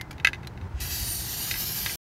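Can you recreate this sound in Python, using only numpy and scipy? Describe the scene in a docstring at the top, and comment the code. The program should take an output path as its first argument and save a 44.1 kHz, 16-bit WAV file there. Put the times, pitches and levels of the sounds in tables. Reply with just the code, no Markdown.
"""A spray can in a gloved hand, close up, outdoors beside a car wheel, over steady air and low rumble. The can
rings faintly and the glove ticks the plastic nozzle; as it is turned, the mixing ball knocks on the steel wall.
Soft handling bumps follow. At 0.8 s the valve opens to a steady hiss whose colour shifts as the can is waved
about. The ball knocks again near 1.5 and 1.9 s; at 1.96 s the sound breaks off abruptly."""
import sys
import numpy as np
from scipy import signal
from scipy.fft import rfft, irfft
from scipy.io import wavfile
from scipy.ndimage import map_coordinates

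SR = 44100
rng = np.random.default_rng(int(sys.argv[2]) if len(sys.argv) > 2 else 0)


def transcribe(u):
    """Save the signal u as a 16-bit wav file named by the first command-line argument.

    u: samples, shape (n,) or (channels, n), limited to [-1, 1]; the rate is SR.
    q: integer samples, one column per channel.
    """
    v = np.clip(np.atleast_2d(u).T, -1, 1)
    q = np.round(v * 32767).astype(np.int16)
    wavfile.write(sys.argv[1], SR, q)


N = 97020
T = np.arange(N) / SR

# outdoor background spectra: (frequency [Hz], relative density [dB])
AIR_SPECTRUM = [(90, -11.5), (170, -2.5), (260, -10), (340, -8), (520, -18), (660, -17), (860, -12.5),
                (1200, -20.5), (1500, -19), (2200, -27), (3300, -34.5), (5400, -38.5), (15000, -61)]
RUMBLE_SPECTRUM = [(22, -28), (40, -8), (62, 4.5), (85, 0), (118, 2.5), (150, -4.5), (220, -26), (400, -52)]
# handling bumps: (time [s], level [dB], frequency [Hz])
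BUMPS = [(0.614, -27.5, 89), (0.733, -24.5, 65.7), (0.802, -31.5, 61), (0.846, -34, 80.5),
         (0.905, -30.5, 72), (1.000, -26.5, 62), (1.077, -33, 56.7), (1.172, -32.5, 67), (1.845, -33, 110)]
# glove on nozzle: (time [s], level [dB], ping frequency [Hz])
TICKS = [(.0120, -30, 2100), (0.1098, -36, 2300), (0.1123, -44, 6700), (0.129, -46.5, 2400),
         (0.4718, -34, 4070)]
# ball on wall: (time [s], strength [dB], brightness [dB], frequency the struck spot favours [Hz])
KNOCKS = [(0.181, -39, 7, 3000), (0.199, -29, -0.5, 3700), (0.2472, -0.5, -2, 2450),
          (.2712, -6, -0.5, 1760), (0.2858, -19.5, -4, 1600), (.3320, -19.5, -1.5, 2410),
          (0.3446, -32, 3, 2700), (.3550, -36.5, -1.5, 2220), (.4312, -37, 4, 1700),
          (0.4477, -38.5, 1, 4200), (0.575, -37, 0, 1700), (0.613, -40.5, 3, 2250),
          (1.5118, -17, 9.5, 4560), (1.5403, -22, -3, 1800), (1.5557, -25, 5, 1770),
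          (1.5640, -29, -7, 2000), (1.8612, -14.5, 5, 4300), (1.894, -25, -7.5, 2110)]
# modes of the liquid-damped can: (frequency [Hz], relative level [dB], T60 [s])
CAN_MODES = [(1294, -16, 0.06), (1619, -6, 0.048), (1690, -14.5, 0.077), (2024, -1, 0.045),
             (2200, -8, 0.049), (2569, -1, .029), (2700, -6.5, .032), (3005, -12.5, 0.042),
             (3127, -22, .03), (3570, -9.5, 0.014), (3773, -8, 0.034), (4170, -22, .03),
             (4360, -16.5, 0.039), (4820, -17, 0.04), (6000, -15, 0.027)]
# spectra of nozzle snap, ball contact, dense wall modes, jet: (frequency [Hz], relative density [dB])
TICK_SPECTRUM = [(500, -4.5), (1800, 6), (4000, 0.5), (6500, -3), (8500, -13), (11000, -5.5), (15500, -17)]
CRACK_SPECTRUM = [(1000, -11), (2600, 9), (4000, 4.5), (5300, -8.5), (7000, -5), (8500, -18.5), (11000, -7),
                  (15500, -23)]
CLANK_SPECTRUM = [(400, -24.5), (1000, -5.5), (2400, -7.5), (3900, 0), (5300, -12), (6700, -8), (8000, -23),
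                  (11000, -12.5), (15500, -29)]
JET_SPECTRUM = [(350, -48), (600, -45), (678, -8), (855, -15), (1110, -20.5), (1200, -13.5), (1460, -12),
                (1560, -5.5), (2350, -6.5), (2690, -4), (3390, -6.5), (3680, -5.5), (4770, -1),
                (5320, -2.5), (7480, -5.5), (8220, -12), (9050, -0.5), (10200, -4.5), (12600, 4.5),
                (13300, 4), (15600, -10.5)]
# edges of the four hiss bands: (frequency [Hz])
HISS_EDGES_HZ = [600, 3500, 8200, 10300, 16000]
# band levels as the can moves: (time [s], low [dB], middle [dB], upper [dB], top [dB])
HISS_LEVELS = [(.82, -42, -38, -43.5, -40), (.87, -42, -40, -44, -38), (.93, -41.5, -33.5, -47, -34),
               (1.02, -44, -36.5, -41, -37.5), (1.10, -46, -38, -36, -37.5), (1.16, -47, -38.5, -37, -35),
               (1.23, -47.5, -38.5, -39.5, -40), (1.33, -44.5, -36.5, -41, -36),
               (1.47, -41, -35, -38, -34.5), (1.58, -43.5, -37, -45, -34), (1.66, -44, -36, -45.5, -34.5),
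               (1.83, -42, -36, -42, -33), (1.90, -39, -35, -40.5, -37), (1.95, -46, -39, -42, -38.5)]
# narrow notches in the hiss: (width [Hz], rows of (time [s], centre [Hz], gain [dB]))
NOTCHES = [(115, [(1.10, 4870, 0), (1.17, 4900, -13), (1.30, 4990, -13), (1.37, 5100, -12),
           (1.43, 5180, -38), (1.52, 5200, 0)]), (120, [(1.50, 6980, 0), (1.57, 6830, -22),
           (1.65, 6800, 0)]), (90, [(1.66, 4500, 0), (1.73, 4420, -24), (1.80, 4380, 0)]),
           (190, [(.84, 8050, -2), (.98, 8550, -20), (1.10, 8250, 3), (1.24, 8080, -15), (1.37, 8300, -4),
           (1.48, 8080, -28), (1.58, 8200, 0), (1.66, 8400, -32), (1.73, 8100, -28), (1.92, 8080, -27)]),
           (250, [(1.08, 10200, 4), (1.17, 10100, -12), (1.27, 9950, -36), (1.35, 9950, -6),
           (1.44, 10000, 0), (1.50, 10050, -14), (1.60, 9500, -14), (1.72, 10000, 6), (1.88, 10400, -7)])]


def from_db(db):
    """Decibels to gain."""
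    return 10 ** (np.asarray(db) / 20)


def unit_rms(x):
    """Scale to unit rms."""
    return x / np.sqrt(np.mean(x ** 2) + 1e-20)


def noise(spectrum, low_hz=15, high_hz=20000):
    """Coloured, band-limited noise, unit rms."""
    hz = np.arange(N // 2 + 1) * SR / N + 1e-3
    points_hz, points_db = np.transpose(spectrum)
    gain = from_db(np.interp(np.log(hz), np.log(points_hz), points_db))
    in_band = (hz > low_hz) & (hz < high_hz)
    return unit_rms(irfft(rfft(rng.standard_normal(N)) * gain * in_band, N))


def drift(rate_hz):
    """Smooth random wander, unit rms."""
    hz = np.arange(N // 2 + 1) * SR / N
    gain = (hz > 0) / (1 + (hz / rate_hz) ** 2)
    return unit_rms(irfft(rfft(rng.standard_normal(N)) * gain, N))


def impulses(times_s, levels_db):
    """One impulse per event."""
    out = np.zeros(N)
    np.add.at(out, (np.abs(times_s) * SR).astype(int), from_db(levels_db))
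    return out + 1e-18


def ring(x, hz, t60_s):
    """One mode: each impulse starts a decaying sine."""
    radius, angle = from_db(-60 / (t60_s * SR)), 2 * np.pi * hz / SR
    return signal.lfilter([0, np.sin(angle)], [1, -2 * radius * np.cos(angle), radius ** 2], x)


def decay(x, t60_s):
    """Each impulse starts a decaying envelope."""
    return signal.lfilter([1], [1, -from_db(-60 / (t60_s * SR))], x)


def outdoors(air_db=-45, waver_db=1, rumble_db=-41.5):
    """Slightly wavering air over a low rumble."""
    air = from_db(air_db + waver_db * drift(rate_hz=24)) * noise(AIR_SPECTRUM)
    return air + from_db(rumble_db) * noise(RUMBLE_SPECTRUM)


def handling(rise_s=.02):
    """Each bump swells and dies within a few low cycles."""
    out = np.zeros(N)
    for start_s, db, hz in BUMPS:
        age_s = np.maximum(T - start_s, 0)
        envelope = (age_s / rise_s * np.exp(1 - age_s / rise_s)) ** 2
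        out += from_db(db) * envelope * np.sin(2 * np.pi * hz * age_s)
    return out


def nozzle_ticks(ping_gain_db=-2):
    """The glove catches the plastic nozzle: bright snaps, each with its own ping."""
    times_s, levels_db, _ = np.transpose(TICKS)
    pings = sum(ring(impulses(at_s, db + ping_gain_db), hz, t60_s=.042) for at_s, db, hz in TICKS)
    return noise(TICK_SPECTRUM) * decay(impulses(times_s, levels_db), t60_s=.03) + pings


def can_ring(gain_db=-9, spot_db=5, spot_octaves=.22, bright_above_hz=3200, wall_trip_s=.0008):
    """Knocks start each mode within one trip round the wall; the struck spot favours some."""
    times_s, strength_db, bright_db, spot_hz = np.transpose(KNOCKS)
    starts_s = times_s[:, None] + wall_trip_s * rng.random((len(KNOCKS), len(CAN_MODES)))
    out = np.zeros(N)
    for k, (hz, mode_db, t60_s) in enumerate(CAN_MODES):
        favour_db = spot_db * np.exp(-(np.log2(hz / spot_hz) / spot_octaves) ** 2)
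        levels_db = gain_db + strength_db + mode_db + favour_db + bright_db * (hz > bright_above_hz)
        out += ring(impulses(starts_s[:, k], levels_db), hz, t60_s)
    return out


def mixing_ball(crack_db=-15.5, clank_db=-23.5, tail_db=-36.5, rim_db=-37, rim_hz=2060, rim_t60_s=.17):
    """Ball on steel: contact crack, brief clank, modal ring. The small can radiates no bass."""
    times_s, strength_db, bright_db, _ = np.transpose(KNOCKS)
    blows = impulses(times_s, strength_db + bright_db)
    crack = noise(CRACK_SPECTRUM) * from_db(crack_db) * decay(blows, t60_s=.0071)
    tail = from_db(tail_db) * decay(blows, t60_s=.091)
    clank = noise(CLANK_SPECTRUM) * (from_db(clank_db) * decay(blows, t60_s=.039) + tail)
    rim = from_db(rim_db - 60 * T / rim_t60_s) * np.sin(2 * np.pi * rim_hz * T)   # ringing from 0 s
    radiation = signal.butter(2, 800, "high", fs=SR, output="sos")
    return signal.sosfilt(radiation, crack + clank + rim + can_ring())


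def near_echoes(x, count=7, near_s=.0007, far_s=.0045, gain=.23, sway_s=.00005):
    """Echoes off hand and wheel, their paths swaying, give a hollow, shifting colour."""
    lags_s = np.geomspace(near_s, far_s, count) * rng.uniform(.9, 1.1, count)
    echoes = np.zeros(N)
    for lag_s in lags_s:
        emitted_s = T - lag_s - sway_s * drift(rate_hz=.8)
        echoes += map_coordinates(x, [emitted_s * SR], order=3)
    return (x + gain * echoes) / np.sqrt(1 + count * gain ** 2)


def sliding_notches(x):
    """Narrow notches slide through the hiss, deepening and fading."""
    framing = dict(fs=SR, nperseg=2048, noverlap=1792)
    hz, frame_s, frames = signal.stft(x, **framing)
    for width_hz, path in NOTCHES:
        times_s, centre_hz, gain_db = np.transpose(path)
        offset = (hz[:, None] - np.interp(frame_s, times_s, centre_hz)) / width_hz
        frames *= from_db(np.interp(frame_s, times_s, gain_db) * np.exp(-offset ** 2))
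    return signal.istft(frames, **framing)[1][:N]


def valve(band, open_s=.8062, rise_s=.0074, leak_db=-3, leak_db_per_s=336, loss_db_per_band=9.5):
    """Gain of one hiss band: a growing, dull leak, then fully open."""
    leak = from_db(leak_db - loss_db_per_band * band + leak_db_per_s * np.minimum(T - open_s, 0))
    opening = (T - open_s) / rise_s + 1
    return np.clip(np.maximum(leak, opening), 0, 1)


def spray(wall_gain_db=-19.5, sputter_db=.92):
    """The jet rings the can's wall, sputters slightly and mixes with its own echoes."""
    times_s, *bands_db = np.transpose(HISS_LEVELS)
    gains = [valve(band) * from_db(np.interp(T, times_s, db)) for band, db in enumerate(bands_db)]
    bands = zip(HISS_EDGES_HZ, HISS_EDGES_HZ[1:], gains)
    jet = sum(noise(JET_SPECTRUM, low_hz, high_hz) * gain for low_hz, high_hz, gain in bands)
    modes = sum(from_db(db) * ring(rng.standard_normal(N), hz, t60_s) for hz, db, t60_s in CAN_MODES)
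    wall = unit_rms(modes) * from_db(wall_gain_db) * gains[0]
    sputter = from_db(sputter_db * drift(rate_hz=18))
    return sliding_notches(near_echoes((jet + wall) * sputter))


def scene():
    """All sources at one point, alike in both channels."""
    mono = mixing_ball() + nozzle_ticks() + spray() + handling() + outdoors()
    return np.array([mono, mono])


def record(dry):
    """Abrupt stop, then a steep low-pass."""
    stop_s, fade_s, cutoff_hz = 1.9585, .001, 15740
    gate = np.clip((stop_s - T) / fade_s, 0, 1)
    low_pass = signal.ellip(12, .1, 80, cutoff_hz, fs=SR, output="sos")
    return signal.sosfilt(low_pass, dry * gate)


dry = scene()
out = record(dry)
transcribe(out)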